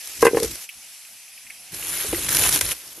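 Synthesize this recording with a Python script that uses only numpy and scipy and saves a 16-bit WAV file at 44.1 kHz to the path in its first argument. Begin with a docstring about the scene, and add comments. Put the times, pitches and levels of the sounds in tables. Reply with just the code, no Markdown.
"""An outdoor fire hisses and murmurs under a pot while charcoal rustles in a glove. Charred logs
are set down on the pot's clay lid: they crunch, clack and make the clay ring as they rock to rest.
Embers tick and flames flap softly. Then a stick pushes the burnt wood and ash off the lid in a
gritty, sliding rush: chunks clink, logs bump and the stick raps the clay over a low rumble.
Last, heaps of ash land with soft thumps and the loose flakes settle."""
import sys
import numpy as np
from scipy import signal
from scipy.fft import rfft, irfft
from scipy.io import wavfile

SR = 44100
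rng = np.random.default_rng(int(sys.argv[2]) if len(sys.argv) > 2 else 0)


def transcribe(u):
    """Save the signal u as a 16-bit wav file named by the first command-line argument.

    u: samples, shape (n,) or (channels, n), limited to [-1, 1]; the rate is SR.
    q: integer samples, one column per channel.
    """
    v = np.clip(np.atleast_2d(u).T, -1, 1)
    q = np.round(v * 32767).astype(np.int16)
    wavfile.write(sys.argv[1], SR, q)


N = 132300
T = np.arange(N) / SR


def amp(db):
    """Turns decibels into a number to multiply a sound by."""
    return 10 ** (np.asarray(db) / 20)


def unit(x):
    """Scales a sound to an average power of 1."""
    return x / np.sqrt(np.mean(x ** 2) + 1e-20)


def level(points):
    """A loudness curve drawn through (t/s, level/dB) points."""
    return amp(np.interp(T, *np.transpose(points)))


def colour(x, points):
    """Shapes the bass and treble of a sound to follow (f/Hz, level/dB) points."""
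    hz, db = np.transpose(points)
    log_hz = np.log(abs(np.fft.fftfreq(4096, 1 / SR)) + 1)
    log_gain = np.log(amp(np.interp(log_hz, np.log(hz + 1), db)))
    response = np.exp(np.conj(signal.hilbert(log_gain)))  # nothing rings ahead of the sound
    taps = np.fft.ifft(response).real[:2048]
    return signal.fftconvolve(x, taps)[:len(x)]


def noise(points):
    """Steady noise with the tone given by (f/Hz, level/dB) points."""
    return unit(colour(rng.standard_normal(N), points))


def spread(mid, side):
    """Makes left and right channels: bass in the middle, treble wider."""
    # stereo width, as the gain of the side signal: f/Hz, level/dB
    width = [(30, -28), (130, -35), (400, -14.5), (1000, -10.5), (2000, -32.5), (3000, -8.5), (4500, -7),
             (6500, -4), (9000, -10.5), (12000, -10)]
    side = colour(side, width)
    return np.array([mid + side, mid - side])


def add(mix, s, sound):
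    """Mixes a sound in, starting at s seconds."""
    part = mix[max(round(s * SR), 0):][:len(sound)]
    part += sound[:len(part)]


def ring(modes, build_cycles=0.91):
    """A struck object: each of its tones (f/Hz, level/dB, fade/s) swells, then falls 60 dB per fade."""
    t = T[:SR // 3]
    out = np.zeros(len(t))
    for hz, db, fade_s in modes:
        swell = 1 - np.exp(-(t * hz / build_cycles) ** 2)
        out += amp(db - 60 * t / fade_s) * swell * np.sin(2 * np.pi * hz * t)
    return out


def burst(fade_s, rise_s):
    """The loudness curve of a brittle snap: a quick rise, and a fall of 60 dB in fade_s."""
    t = T[:SR // 4]
    return np.minimum(t / rise_s, 1) * amp(-60 * t / fade_s)


def grit(points, per_s, spread_db, smooth):
    """Tiny cracks of uneven size, in stereo; smooth is the share of plain hiss mixed in."""
    size = amp(spread_db * np.minimum(rng.exponential(1, N), 5))
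    size *= rng.random(N) < per_s / SR
    pair = []
    for _ in range(2):
        cracks = unit(size * rng.choice([-1, 1], N))
        grains = np.sqrt(1 - smooth) * cracks + np.sqrt(smooth) * rng.standard_normal(N)
        pair.append(unit(colour(grains, points)))
    return spread(*pair)


def flutter(rate_hz, depth_db):
    """A random wobble in loudness, up to about rate_hz."""
    hz = np.fft.rfftfreq(N, 1 / SR)
    band = hz / (hz + rate_hz / 10) / (1 + (hz / rate_hz) ** 4)
    wobble = irfft(rfft(rng.standard_normal(N)) * band, N)
    return amp(depth_db * unit(wobble))


def patchy(x, depth_db, patch_s, patch_hz):
    """Gathers grains into clusters: small patches of time and pitch swell and fade by chance."""
    spectrum = signal.stft(x, nperseg=256, noverlap=192)[2]
    shape = spectrum.shape[1:]
    along_time = np.fft.rfftfreq(shape[1], 64 / SR)
    along_pitch = np.fft.fftfreq(129, SR / 256)[:, None]
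    blur = np.exp(-(along_time * patch_s) ** 2 - (along_pitch * patch_hz) ** 2)
    patches = np.fft.irfft2(np.fft.rfft2(rng.standard_normal(shape)) * blur, shape)
    spectrum *= amp(depth_db * unit(patches))
    return unit(signal.istft(spectrum, nperseg=256, noverlap=192)[1][:, :N])


def chips(rows, fade_s, rise_s, q):
    """Brittle pieces: each (t/s, level/dB, f/Hz) row is a snap of noise; higher q, clearer pitch."""
    out, snap = np.zeros(N), burst(fade_s, rise_s)
    for s, db, hz in rows:
        edges_hz = hz * np.exp(np.array([-.5, .5]) / q)
        band = signal.butter(3, edges_hz, btype="band", fs=SR)
        pitched_noise = unit(signal.lfilter(*band, rng.standard_normal(N // 8)))
        add(out, s, amp(db) * snap * pitched_noise[-len(snap):])
    return out


def fire_hiss():
    """The fire gives off a fine, slightly grainy hiss."""
    # tone of the hiss: f/Hz, level/dB
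    tone = [(30, -35.5), (70, -25.5), (200, -25.5), (400, -27.5), (700, -11.5), (1200, -13), (1800, -5),
            (2500, 0.5), (3700, -5), (5000, -1.5), (6150, -0.5), (6900, -5.5), (7700, -0.5), (8500, -6),
            (10000, 2), (11900, -0.5), (12400, -7), (13300, -45)]
    # loudness of the hiss: t/s, level/dB
    loudness = [(0, -38.5), (.65, -39.5), (.675, -46.5), (.72, -43.5), (.95, -42.5), (1.15, -44),
                (1.45, -44.5), (1.7, -43), (2.75, -43), (3, -56.5)]
    hiss = grit(tone, per_s=1500, spread_db=-0.5, smooth=0.92)
    return patchy(hiss, depth_db=1.7, patch_s=0.049, patch_hz=600) * level(loudness)


def flames():
    """The flames murmur, swelling and lulling, and flap softly under the pot."""
    # tone of the murmur: f/Hz, level/dB
    murmur_tone = [(40, -12), (150, -4), (260, -3.5), (420, -10), (700, 1.5), (1100, -6.5), (1600, -7.5),
                   (3000, -29.5)]
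    # loudness of the murmur: t/s, level/dB
    murmur_loudness = [(0, -67.5), (.63, -61.5), (.70, -74), (.78, -64), (.89, -64), (1.01, -77),
                       (1.13, -63), (1.26, -86), (1.34, -66), (1.42, -69), (1.51, -63), (1.7, -60),
                       (3, -61)]
    # deep tone of a flap: f/Hz, level/dB
    flap_tone = [(25, -8), (65, 1), (130, -4), (230, -2), (330, -20), (700, -35)]
    # single flaps of flame: t/s, level/dB, length/s
    flaps = [(0.78, -60, 0.018), (.9, -75, 0.032), (1.145, -69, .025), (1.345, -70.5, .012),
             (1.455, -61, 0.009), (1.484, -65, .017), (1.555, -73, 0.014), (1.608, -70, .015)]
    swells = sum(amp(db) * np.exp(-((T - s) / length) ** 2 / 2) for s, db, length in flaps)
    return noise(murmur_tone) * level(murmur_loudness) + noise(flap_tone) * swells


def loose_flakes():
    """Charcoal rustles in the glove at the start, and ash settles at the end."""
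    # tone of the flakes: f/Hz, level/dB
    tone = [(30, -21), (70, -9.5), (200, -17), (400, -5.5), (900, -5), (2800, 0.5), (4500, 2), (5800, 4),
            (8400, -1), (10000, 0.5), (11900, 10), (12500, -6), (14500, -33)]
    # loudness of the rustle: t/s, level/dB
    loudness = [(0, -42.5), (.19, -38), (.26, -38), (.31, -39.5), (.45, -35.5), (.53, -37.5), (.65, -42),
                (.67, -66), (2.7, -59.5), (2.75, -44), (2.88, -42), (3, -45)]
    flakes = grit(tone, per_s=2300, spread_db=2.5, smooth=0.76)
    flakes = patchy(flakes, depth_db=1.9, patch_s=0.053, patch_hz=697)
    return flakes * level(loudness) * flutter(rate_hz=90, depth_db=2.2)


def charcoal_crunches():
    """Charcoal cracks and scuffs in short bursts of crisp grains that swell, hold and stop."""
    # single crunches: t/s, level/dB, length/s
    crunches = [(0.073, -31, 0.003), (0.202, -30.5, 0.032), (0.219, -21.5, 0.0096), (0.246, -21.5, 0.016),
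                (0.263, -28, 0.016), (0.359, -31, 0.029), (0.3995, -24.5, 0.0042), (0.429, -20.5, 0.0077),
                (0.4385, -26.5, 0.0049), (0.4453, -24, 0.007), (0.458, -32, 0.0074),
                (0.5125, -31.5, 0.0071), (0.5537, -30, 0.006), (0.617, -44, 0.0073), (1.719, -41, 0.0036),
                (1.739, -31.5, 0.013), (1.816, -44, 0.005), (2.14, -43, 0.0044), (2.245, -24.5, 0.0044),
                (2.2877, -23, 0.0016), (2.2905, -16, 0.0031), (2.338, -24, 0.004), (2.347, -16, 0.0059),
                (2.367, -15.5, 0.0044), (2.425, -29, 0.022), (2.434, -20, 0.0055), (2.439, -30, 0.0054),
                (2.459, -20, 0.0036), (2.471, -23, 0.0046), (2.489, -16, 0.0038), (2.527, -25, 0.0035),
                (2.535, -22.5, 0.0084), (2.5595, -12.5, 0.0035), (2.588, -23, 0.0077),
                (2.6092, -14.5, 0.0064), (2.688, -23, 0.004), (2.71, -25, 0.0053), (2.717, -21.5, 0.0052)]
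    # tone of breaking charcoal: f/Hz, level/dB
    tone = [(60, -17), (400, -5), (900, -13.5), (1800, -5.5), (3500, -6.5), (4700, -5), (5800, -2),
            (7300, -4), (8400, -4.5), (9800, 1), (11800, -1), (12500, -9), (15000, -36)]
    power = np.zeros(N)
    for s, db, length in crunches:
        progress = T[:SR // 10] / length
        swell = np.minimum(progress / 0.26, 1)
        add(power, s, (amp(db) * swell / (1 + progress ** 4)) ** 2)
    return grit(tone, per_s=3200, spread_db=1.5, smooth=.35) * np.sqrt(power)


def load_rumble():
    """The load on the lid rumbles as it shifts."""
    # tone of the rumble: f/Hz, level/dB
    tone = [(20, -34.5), (38, -18.5), (55, 3), (78, -3.5), (110, -3), (200, -13.5), (330, -5), (600, -30),
            (2000, -58)]
    # loudness of the rumble: t/s, level/dB
    loudness = [(0, -82), (.15, -62), (.21, -41.5), (.25, -38), (.32, -47), (.45, -40), (.52, -42),
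                (.6, -70), (.7, -91.5), (1.68, -80), (1.73, -50.5), (2.03, -55), (2.1, -36.5), (2.25, -40),
                (2.46, -33.5), (2.61, -46.5), (2.7, -48), (2.78, -67), (3, -67)]
    return spread(noise(tone), noise(tone)) * level(loudness)


def lid_knocks():
    """Logs clack and ring the lid; their weight retunes and damps it, and soft blows sound duller."""
    # logs hitting the lid: t/s, level/dB, treble limit/Hz, extra clack/dB, pitch/ratio, fade/ratio
    knocks = [(0.2257, -.5, 1460, -3.5, 1.01, 1), (0.2507, -5, 1700, 2, 1.01, 0.96),
              (0.2658, -4, 3400, 0.5, 0.99, 1), (0.2766, -14.5, 3500, 0, 1.01, .8),
              (0.309, -19.5, 630, -17.5, 0.92, 0.72), (0.3309, -11.5, 520, -11.5, .98, 1),
              (0.3440, -6, 614, 2.5, 1.02, 0.69), (0.3683, -5, 1000, 4, 1.02, 0.92),
              (0.402, -12.5, 540, -16, 1.0, .75), (0.421, -11, 524, 4.5, 1, 0.89),
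              (0.430, -22.5, 710, -7, .85, .8), (0.441, -13.5, 505, -15, 0.99, 1)]
    # ringing tones of the clay lid and pot: f/Hz, level/dB, fade/s
    lid_modes = [(205.2, -22, .04), (344.5, -11.5, 0.059), (400, -12.5, 0.054), (440, -2.5, 0.054),
                 (463.4, -7.5, 0.083), (510, -15, 0.044), (590, -24.5, 0.051), (798, -20, .075),
                 (826, -21.5, 0.05), (1011, -13.5, 0.062), (1053.5, -16.5, 0.071), (1080, -22, 0.056),
                 (1592, -15.5, 0.089), (1980, -25.5, .06), (2033, -17, .07), (2323, -18.5, .05),
                 (2570, -25.5, .05), (2712, -18, 0.053)]
    # tone of the dry wood's clack: f/Hz, level/dB
    clack_tone = [(60, -19.5), (200, -4.5), (420, -10), (700, -12), (900, -10), (1200, -6), (1450, -9.5),
                  (1800, -0.5), (2300, 0.5), (2700, 1.5), (3300, -22), (8000, -35.5)]
    lid_gain_db, clack_gain_db = 4, -7.5
    out, snap = np.zeros(N), burst(fade_s=.06, rise_s=0.0037)
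    for s, db, limit_hz, extra_db, pitch, fade_ratio in knocks:
        # each contact point shifts the pitch and strength of the tones a little
        chance = rng.standard_normal((len(lid_modes), 2))
        modes = [(hz * pitch * (1 + 0.0059 * detune), mode_db + 0.83 * boost, fade_s * fade_ratio)
                 for (hz, mode_db, fade_s), (detune, boost) in zip(lid_modes, chance)]
        lid = ring(modes, build_cycles=1.41)
        lid *= flutter(rate_hz=170, depth_db=2)[:len(lid)]  # rough wood chatters on the clay
        lid = signal.lfilter(*signal.butter(4, limit_hz, fs=SR), lid)
        clack = snap * unit(colour(rng.standard_normal(len(snap)), clack_tone))
        clack = signal.lfilter(*signal.butter(2, limit_hz, fs=SR), clack)
        add(out, s, amp(db + lid_gain_db) * lid)
        add(out, s, amp(db + clack_gain_db + extra_db) * clack)
    return out


def ember_ticks():
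    """Embers tick: each is a tiny snap with a quieter, higher one on top."""
    # single ticks: t/s, level/dB, f/Hz
    ticks = [(0.690, -28, 2510), (1.049, -39.5, 2650), (1.1985, -43, 2380), (1.2792, -44, 2600),
             (1.3273, -43, 2230), (1.376, -39.5, 2300), (1.467, -37, 2380), (1.501, -35.5, 2080),
             (1.504, -35, 2305)]
    overtones = [(s, db - 8, hz * 4.3) for s, db, hz in ticks]
    return chips(ticks + overtones, fade_s=0.046, rise_s=0.001, q=3.2)


def sliding_ash():
    """Fine ash and coarser cinders slide along as the stick pushes them."""
    # tone of the fine ash: f/Hz, level/dB
    ash_tone = [(80, -20), (150, -6), (230, -18.5), (320, -7.5), (450, -10.5), (800, -13.5), (1700, -13),
                (2600, -9), (4300, -10.5), (4850, -15), (5300, -10.5), (7400, -7.5), (8400, -14.5),
                (9600, -2.5), (11000, -1), (12000, -0.6), (12300, -16), (13600, -23), (15000, -40.5)]
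    # tone of the cinders: f/Hz, level/dB
    cinder_tone = [(200, -21.5), (900, -6), (1600, 3), (3500, 0), (6500, -4), (8500, -12), (12000, -13.5),
                   (13500, -44)]
    # flow of the pushed ash: t/s, level/dB
    flow = [(1.712, -62), (1.722, -38), (1.80, -33), (1.89, -27.5), (2.03, -25.5), (2.09, -29.5),
            (2.16, -27), (2.28, -28), (2.315, -22), (2.40, -19.5), (2.445, -16.5), (2.51, -23),
            (2.555, -18), (2.588, -26.5), (2.598, -36.5), (2.608, -30), (2.62, -25.5), (2.64, -27.5),
            (2.715, -25.5), (2.733, -28), (2.745, -45)]
    ash = grit(ash_tone, per_s=4500, spread_db=3.5, smooth=0.37)
    ash = patchy(ash, depth_db=2.5, patch_s=0.027, patch_hz=620)
    cinders = amp(-12) * grit(cinder_tone, per_s=700, spread_db=1.0, smooth=0)
    return (ash + cinders) * level(flow) * flutter(rate_hz=62, depth_db=0.77)


def ash_thumps():
    """Heaps of ash land, each with one short, deep tone."""
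    # heaps landing: t/s, level/dB, f/Hz
    thumps = [(1.717, -39.5, 169), (2.622, -22.5, 79), (2.647, -23, 56.5)]
    out, fade_s = np.zeros(N), 0.14
    for s, db, hz in thumps:
        add(out, s, ring([(hz, db, fade_s)]))
    return out


def charcoal_clinks():
    """Chunks of charcoal hit each other with short, bright snaps."""
    # chunks colliding: t/s, level/dB, f/Hz
    clinks = [(1.826, -27, 2570), (2.1275, -26.5, 2620), (2.146, -24.5, 2330), (2.2855, -21.5, 1830),
              (2.291, -24.5, 1500), (2.322, -23.5, 1460), (2.348, -28, 3400), (2.3475, -34, 5400),
              (2.355, -23, 1700), (2.394, -27, 2370), (2.397, -25, 4200), (2.437, -21, 2820),
              (2.462, -31, 1000), (2.5255, -18, 6000), (2.526, -21, 3860), (2.543, -22, 5500),
              (2.663, -22, 4600), (2.7155, -23, 2700)]
    return chips(clinks, fade_s=0.028, rise_s=0.00049, q=2.6)


def log_bumps():
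    """Burnt logs thud as the stick shoves them; one piece of charcoal rings on after the hardest bump."""
    # logs tipping over: t/s, level/dB, pitch/ratio
    bumps = [(2.044, -26.5, 1.3), (2.1288, -13, 1.046), (2.18, -29, 1.2), (2.977, -38.5, 1.04)]
    # dull tones of a burnt log: f/Hz, level/dB, fade/s
    log_modes = [(327, -0.5, 0.09), (422, -1.5, 0.031), (467, 2.5, 0.031), (546, 0, 0.02),
                 (680, -2.5, 0.022), (880, -6, 0.018), (1220, -13, 0.019)]
    out = np.zeros(N)
    for s, db, pitch in bumps:
        thud = ring([(hz * pitch, mode_db, fade_s) for hz, mode_db, fade_s in log_modes])
        add(out, s, amp(db) * thud)
    ping_s, ping_hz, ping_db, ping_fade_s = 2.1285, 8785, -35, .8
    add(out, ping_s, ring([(ping_hz, ping_db, ping_fade_s)]))
    return out


def stick_raps():
    """The stick strikes the clay lid with short, hard raps."""
    # single strikes: t/s, level/dB
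    strikes = [(2.286, -23), (2.348, -25), (2.4491, -20), (2.5605, -21.5), (2.612, -19)]
    # tones of the stick on clay: f/Hz, level/dB, fade/s
    rap_modes = [(296, -6, 0.013), (520, -3, 0.018), (986, -5, 0.024), (1600, -2.5, 0.032),
                 (2360, -4, 0.022), (3430, -4.5, 0.03), (4740, -14, 0.012), (5810, -7, 0.013),
                 (7230, -3, 0.014)]
    out, rap = np.zeros(N), ring(rap_modes, build_cycles=0.71)
    for s, db in strikes:
        add(out, s, amp(db) * rap)
    return out


def rock_echo(x):
    """The rocks around the fire scatter back a faint, short echo."""
    echo_db, fade_s, delay_s = -30, 0.3, .006
    t = T[:SR // 3]
    tail = rng.standard_normal((2, len(t))) * amp(-60 * t / fade_s) * (t > delay_s)
    tail /= np.linalg.norm(tail[0])
    return amp(echo_db) * signal.fftconvolve(x, tail, axes=1)[:, :N]


def scene():
    """Mixes all the sounds, heard from close by; only the hits and crunches get an echo."""
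    hits = lid_knocks() + ash_thumps() + log_bumps() + stick_raps()
    hits = hits + charcoal_crunches() + charcoal_clinks()
    rumble = load_rumble()
    fire = fire_hiss() + ember_ticks() + flames()
    return hits + rock_echo(hits) + rumble + fire + loose_flakes() + sliding_ash()


def record(dry):
    """Rounds off the loudest peaks, then removes the very highest treble."""
    ceiling, top_hz = .95, 15150
    rounded = dry / (1 + (dry / ceiling) ** 6) ** (1 / 6)
    treble_cut = signal.firwin(511, top_hz, window=("kaiser", 9), fs=SR)
    return signal.oaconvolve(rounded, treble_cut[None], "same")


dry = scene()
out = record(dry)
transcribe(out)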